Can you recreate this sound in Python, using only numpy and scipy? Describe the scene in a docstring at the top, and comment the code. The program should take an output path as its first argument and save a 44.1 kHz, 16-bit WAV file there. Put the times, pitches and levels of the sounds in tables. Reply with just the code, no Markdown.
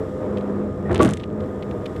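"""A low rumble and a wavering hum: inside a rolling train carriage, close to the window.
Wheel and rail roughness keeps the car body sounding. About a second in, the wheels knock over a rail
joint, with a brief squeak and a ring of steel. A loose plastic panel creaks and rattles in dry clicks,
hardest around the jolt. Underneath are a faint electric tick and a soft hiss that swells at the jolt."""
import sys
import numpy as np
from scipy import signal
from scipy.fft import rfft, irfft
from scipy.io import wavfile

SR = 44100
rng = np.random.default_rng(int(sys.argv[2]) if len(sys.argv) > 2 else 0)


def file_out(sig):
    """Save sig as 16-bit WAV at sys.argv[1]."""
    # one column per channel
    cols = np.atleast_2d(sig).T
    # limit, then scale
    lim = np.clip(cols, -1, 1)
    pcm = np.round(lim * 32767).astype(np.int16)
    wavfile.write(sys.argv[1], SR, pcm)


N = 88200

# Colour of the soft cabin hiss. 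Each row: frequency in Hz, relative level in dB.
HISS_COLOUR = [(1060, -23), (1800, 0.5), (2450, -16.5), (2950, -15), (3380, -10), (4390, -22), (5350, -18),
               (6400, -23.5), (7000, -19), (7750, -18.5), (8400, -22.5), (15500, -35)]
# The cabin hiss, swelling into a shaking wash at the jolt. Each row: time in seconds, level in dB.
HISS_RIDE = [(0, -54), (.7, -59), (.96, -58), (1.08, -46), (1.2, -58), (1.3, -63.5), (1.45, -57),
             (1.6, -57.5), (2, -53.5)]
# A faint, very high hiss that flares with the rattle and returns near the end.
# Each row: time in seconds, level in dB.
TOP_HISS_RIDE = [(0, -93.5), (.8, -95), (1.02, -73), (1.08, -78), (1.14, -92), (1.45, -80.5), (2, -81)]
# The wheels' lower hum. Each row: time in seconds, pitch in Hz, level in dB.
LOW_HUM = [(0.0, 208, -44.5), (0.17, 200.6, -34.5), (0.27, 204, -65), (0.28, 201.2, -30.5),
           (0.64, 202, -26), (0.73, 202.6, -36.5), (1.04, 208.6, -27), (1.13, 198.9, -25),
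           (1.16, 205.3, -45), (1.31, 207.5, -34), (1.385, 210.4, -29.5), (1.4, 207, -32),
           (1.46, 202.6, -37.5), (1.77, 201.9, -34), (2.0, 198.8, -41.5)]
# The wheels' upper hum. Each row: time in seconds, pitch in Hz, level in dB.
HIGH_HUM = [(0.0, 534, -38), (0.05, 507.0, -39), (0.22, 516.2, -31.5), (0.84, 500.6, -46), (1.07, 502, -26),
            (1.09, 499, -63), (1.35, 503.9, -46), (1.43, 506.6, -33), (1.59, 510, -42), (2.0, 508, -47)]
# Swells of the rumble. Each row: time in seconds, body gain in dB, bass gain in dB.
RUMBLE_RIDE = [(0, -24, -31), (.12, -30.5, -36.5), (.25, -24, -34), (.4, -25, -34.5), (.55, -24, -35.5),
               (.65, -26, -35), (.73, -30.5, -31), (.82, -27.5, -34.5), (.92, -26.5, -25),
               (1.05, -18.5, -24.5), (1.16, -32, -30), (1.28, -31, -34), (1.43, -25.5, -32),
               (1.53, -29, -39), (1.64, -28, -30), (1.76, -26, -33.5), (1.9, -28, -35), (2, -29, -32.5)]
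# Colour of the rumble's body. Each row: frequency in Hz, relative level in dB.
BODY_COLOUR = [(82, -29.5), (140, -18), (199, -11.5), (231, -7), (438, -3), (472, -8.5), (503, -11.5),
               (549, -21.5), (607, -24), (714, -17.5), (1260, -21), (1350, -23), (2800, -46), (3640, -68),
               (6160, -120)]
# Colour of the rumble's bass. Each row: frequency in Hz, relative level in dB.
BASS_COLOUR = [(12, -47.5), (20, -25), (32, -19.5), (97, 2), (120, -7.5), (145, -3), (170, -6.5),
               (220, -13), (370, -120)]
# Car body resonances. Each row: pitch in Hz, width in Hz, rolling gain in dB, knock gain in dB.
CAR_MODES = [(96, 42, -21, -10.5), (123.5, 10.5, -9.5, -18), (180.8, 12, -15, -18.5),
             (257, 23, -14.5, -14.5), (292, 51, -11.5, -12.5), (361.7, 25.4, -12, -8),
             (432.7, 25.5, -10.5, -18.5), (497.8, 15.7, -12.5, -16), (610.2, 26, -12.5, -21.5),
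             (655.3, 27, -22, -18.5), (778.8, 77.6, -47.5, -15)]
# Resonances of a steel part. Each row: pitch in Hz, width in Hz, gain in dB.
STEEL_MODES = [(1140, 22, 0), (1470, 34, -7), (2030, 40, -18), (1000, 30, -11)]
# Blows on that part. Each row: start in seconds, strength in dB.
STEEL_BLOWS = [(0.9997, -23.5), (1.004, -10), (1.034, -30), (1.051, -30), (1.088, -29.5)]
# Slips of the plastic panel. Each row: start in seconds, level in dB, bright band offset in dB.
PANEL_CLICKS = [(0.3717, -35, -17), (0.374, -32, -17), (0.3756, -35, -20), (0.3839, -34, -11),
                (0.41, -37, -20), (0.4115, -39, -11), (0.9141, -37, -1), (0.9175, -33, -7),
                (0.9288, -32, -4), (0.9305, -36, -3), (0.9455, -22, -5), (0.9472, -26, 2),
                (0.9486, -29, -5), (0.958, -19, -17), (0.9618, -23, -16), (0.9655, -27, -17),
                (0.9695, -28, -24), (0.9791, -26, -6), (0.9915, -30, -23), (0.9941, -24, -22),
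                (1.0023, -29, -33), (1.0061, -22, -18), (1.0105, -23, -12), (1.0158, -25, 3),
                (1.0219, -21, -12), (1.0238, -26, 6), (1.0259, -20, -8), (1.0312, -21, 7),
                (1.0372, -31, -15), (1.0397, -29, 5), (1.0488, -21, 2), (1.0535, -27, -11),
                (1.0583, -25, 1), (1.066, -33, 4), (1.0752, -26, -3), (1.0799, -27, -16), (1.0907, -33, 9),
                (1.0953, -29, -21), (1.1001, -29, 1), (1.1089, -29, 4), (1.1124, -34, -2),
                (1.1174, -38, -2), (1.1361, -24, 3), (1.1392, -30, 1), (1.1717, -30, -3), (1.1746, -34, -4),
                (1.1989, -34, -17), (1.2017, -32, -22), (1.2044, -37, -18), (1.2118, -38, -20),
                (1.2349, -33, -17), (1.2383, -30, -20), (1.2404, -33, -17), (1.3025, -43, -13),
                (1.4042, -39, -12), (1.4067, -39, -23), (1.409, -40, -18), (1.439, -43, -22),
                (1.6254, -32, -21), (1.6281, -33, -20), (1.6302, -35, -20), (1.6325, -37, -20),
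                (1.7109, -35, -15), (1.7126, -35, -13), (1.7148, -38, -17), (1.8577, -30, -17),
                (1.8601, -29, -13), (1.8618, -31, -18), (1.8634, -31, -13), (1.8651, -34, -20),
                (1.9634, -36, -11), (1.9657, -35, -15), (1.9673, -37, -16)]
# Sparkle on top of the clicks. Each row: time in seconds, offset from the bright band in dB.
SPARKLE_RIDE = [(.9, -26), (1.03, -18), (1.13, -37), (1.86, -7)]
# Wheel knocks at the rail joint. Each row: start in seconds, strength in dB, grit gain in dB.
JOINT_KNOCKS = [(0.847, -22.5, -59), (0.883, -20, -50), (0.894, -17.5, -43.5), (.907, -12, -39.5),
                (0.942, -15.5, -45), (.962, -32, -48), (0.9945, -2.5, -37), (1.003, -4.5, -42),
                (1.011, -6, -48), (1.026, -8, -47), (1.046, -5, -38.5), (1.068, -20, -51),
                (1.084, -23, -47), (1.118, -35, -53)]


def amp(db):
    """dB to gain."""
    return 10 ** (np.asarray(db) / 20)


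def rms_one(x):
    """Scale to rms 1."""
    return x / np.sqrt(np.mean(x ** 2) + 1e-20)


def noise(length=N):
    """White noise."""
    return rng.standard_normal(length)


def butter(x, order, hz, kind="low"):
    """Butterworth filter."""
    return signal.sosfilt(signal.butter(order, hz, kind, fs=SR, output="sos"), x + 1e-18)


def curves(rows):
    """One automation curve for each column after the time."""
    times, *columns = np.transpose(rows)
    return [np.interp(np.arange(N) / SR, times, column) for column in columns]


def coloured(points):
    """Noise with the given spectrum, falling 30 dB an octave outside it; rms 1."""
    hz, db = np.transpose(points)
    bins_hz = np.maximum(np.arange(N // 2 + 1) * SR / N, 1)
    octaves_outside = np.log2(np.maximum(np.maximum(hz[0] / bins_hz, bins_hz / hz[-1]), 1))
    shape_db = np.interp(np.log(bins_hz), np.log(hz), db) - 30 * octaves_outside
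    return rms_one(irfft(rfft(noise()) * amp(shape_db), N))


def ring(x, hz, width_hz):
    """A resonance: a unit impulse starts a decaying sine of height 1."""
    radius, angle = np.exp(-np.pi * width_hz / SR), 2 * np.pi * hz / SR
    return signal.lfilter([0, np.sin(angle)], [1, -2 * radius * np.cos(angle), radius ** 2], x + 1e-18)


def ringing_noise(hz, width_hz):
    """A resonance fed by its own noise; rms 1."""
    return rms_one(ring(noise(), hz, width_hz))


def spikes(starts_s, gains):
    """Single-sample impulses."""
    out = np.zeros(N)
    np.add.at(out, np.clip((np.asarray(starts_s) * SR).astype(int), 0, N - 1), gains)
    return out


def snap(x, band_hz):
    """A steep band-pass, scaled so that a unit impulse peaks at 1."""
    unit_click = butter(spikes([0], 1)[:200], 3, band_hz, "band")
    return butter(x, 3, band_hz, "band") / np.abs(unit_click).max()


def fade(x, decay_s):
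    """Each impulse leaves an exponential tail."""
    return signal.lfilter([1], [1, -np.exp(-1 / (decay_s * SR))], x + 1e-18)


def tone(hz, db):
    """A sine at the given pitch and rms level; the lower it is, the more its pitch wavers."""
    drift = rms_one(fade(fade(noise(), .01), .01))
    waver_hz = 3.32 * drift * 200 / hz
    return np.sqrt(2) * amp(db) * np.sin(2 * np.pi * np.cumsum(hz + waver_hz) / SR)


def cabin_hiss():
    """Soft cabin hiss, swelling into a shaking wash as the jolt rattles the carriage."""
    (level_db,) = curves(HISS_RIDE)
    return amp(level_db) * coloured(HISS_COLOUR)


def top_hiss():
    """A faint, very high hiss that flares with the rattle and returns near the end."""
    (level_db,) = curves(TOP_HISS_RIDE)
    return amp(level_db) * rms_one(snap(noise(), band_hz=(12500, 15200)))


def electric_tick(rate_hz=59.985, jitter_s=.0004, level_db=-50, spread_db=1.8):
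    """A faint, uneven tick; its three short rings differ in strength each time."""
    count = int(rate_hz * N / SR)
    starts = .0109 + np.arange(count) / rate_hz + jitter_s * noise(count)
    out = np.zeros(N)
    for hz, polarity in ((3500, 1), (5400, -1), (7600, 1)):
        pulses = spikes(starts, amp(level_db + spread_db * noise(count)))
        out += polarity * ring(pulses, hz, width_hz=1300)
    return out


def wheel_hum(whine_hz=1226, whine_db=-49):
    """The rolling wheels sing two wavering hums, with a thin, slightly rough whine above."""
    hum = tone(*curves(LOW_HUM)) + tone(*curves(HIGH_HUM))
    whine = .8 * tone(whine_hz, db=0) + .2 * ringing_noise(whine_hz, width_hz=3.7)
    return hum + amp(whine_db) * whine


def rumble():
    """Wheel and rail roughness shakes the car body; its two lowest modes swell with the bass."""
    body_db, bass_db = curves(RUMBLE_RIDE)
    modes = [amp(db) * ringing_noise(hz, width) for hz, width, db, _ in CAR_MODES]
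    body = amp(-6) * coloured(BODY_COLOUR) + sum(modes[2:])
    bass = coloured(BASS_COLOUR) + sum(modes[:2])
    return amp(body_db) * body + amp(bass_db) * bass


def squeak(start_s=.853, length_s=.03, level_db=-41):
    """A brief, rough squeak as the jolt begins."""
    progress = np.clip((np.arange(N) / SR - start_s) / length_s, 0, 1)
    swell = np.sqrt(np.sin(np.pi * progress))
    return amp(level_db) * swell * ringing_noise(hz=1870, width_hz=50)


def steel_ring():
    """A steel part, struck during the jolt, rings briefly."""
    starts, strength_db = np.transpose(STEEL_BLOWS)
    blows = butter(spikes(starts, amp(strength_db)), order=2, hz=3000)
    return sum((-1) ** k * amp(db) * ring(blows, hz, width)
               for k, (hz, width, db) in enumerate(STEEL_MODES))


def loose_rattle(hits_per_s=200, gain_db=-43):
    """Small random impulses that the knocks shake out of the panel, dying away after each."""
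    starts, knock_db, _ = np.transpose(JOINT_KNOCKS)
    shake = fade(spikes(starts, amp(knock_db)), decay_s=.07)
    contacts = rng.random(N) < hits_per_s / SR
    accent_db = 3.8 * np.minimum(rng.exponential(1, N), 3)
    return contacts * shake * amp(gain_db + accent_db)


def plastic_panel():
    """The panel slips and rattles: dry clicks in three bands, with a short tail and a faint cabin wash."""
    starts, db, bright_db = np.transpose(PANEL_CLICKS)
    sparkle_db = np.interp(starts, *np.transpose(SPARKLE_RIDE))
    rattle = loose_rattle()
    dull = spikes(starts, amp(db + 1)) + rattle
    bright = spikes(starts, amp(db + bright_db)) + amp(-20) * rattle
    sparkle = -spikes(starts, amp(db + bright_db + sparkle_db))
    out = np.zeros(N)
    for hits, band_hz in ((dull, (1700, 3830)), (bright, (5700, 9520)), (sparkle, (9800, 13300))):
        tail = amp(-23.5) * fade(hits, decay_s=.0016)
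        cabin_wash = amp(-51.5) * np.sqrt(fade(hits ** 2, decay_s=.023))
        out += snap((tail + cabin_wash) * noise() - hits, band_hz)
    return out


def joint_knocks(push_gain_db=24.5, shudder_db=-23, spread_db=4):
    """Wheels hit the joint: a low push, a soft shuddering blow that rings the car body, and grit."""
    thuds = np.zeros(N)
    for start_s, strength_db, _ in JOINT_KNOCKS:
        first = int(start_s * SR)
        hit = spikes([0], amp(strength_db))[:min(SR // 4, N - first)]
        shudder = amp(shudder_db) * fade(hit, decay_s=.011) * noise(len(hit))
        blow = butter(hit + shudder, order=2, hz=1700)
        thud = amp(push_gain_db) * butter(hit, order=4, hz=480)
        for k, (hz, width, _, mode_db) in enumerate(CAR_MODES):
            thud += (-1) ** k * amp(mode_db + rng.normal(0, spread_db)) * ring(blow, hz, width)
        thuds[first:first + len(hit)] += thud
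    starts, _, grit_db = np.transpose(JOINT_KNOCKS)
    bursts = fade(spikes(starts, amp(grit_db)), decay_s=.017)
    grit = snap(bursts * noise(), band_hz=(590, 1640))
    return grit + butter(thuds, order=2, hz=70, kind="high")


def scene():
    """The rolling bed, the jolt and the panel, mixed in mono."""
    bed = cabin_hiss() + top_hiss() + wheel_hum() + rumble()
    jolt = joint_knocks() + squeak() + steel_ring()
    return (bed + jolt + plastic_panel() + electric_tick())[None]


def record(dry, ceiling=.8, top_cut_hz=15900):
    """A small microphone loses the deepest bass; peaks are rounded and the top is cut."""
    lean = butter(dry, order=2, hz=45, kind="high")
    rounded = ceiling * np.tanh(lean / ceiling)
    return signal.sosfilt(signal.cheby2(20, 70, top_cut_hz, fs=SR, output="sos"), rounded)


dry = scene()
out = record(dry)
file_out(out)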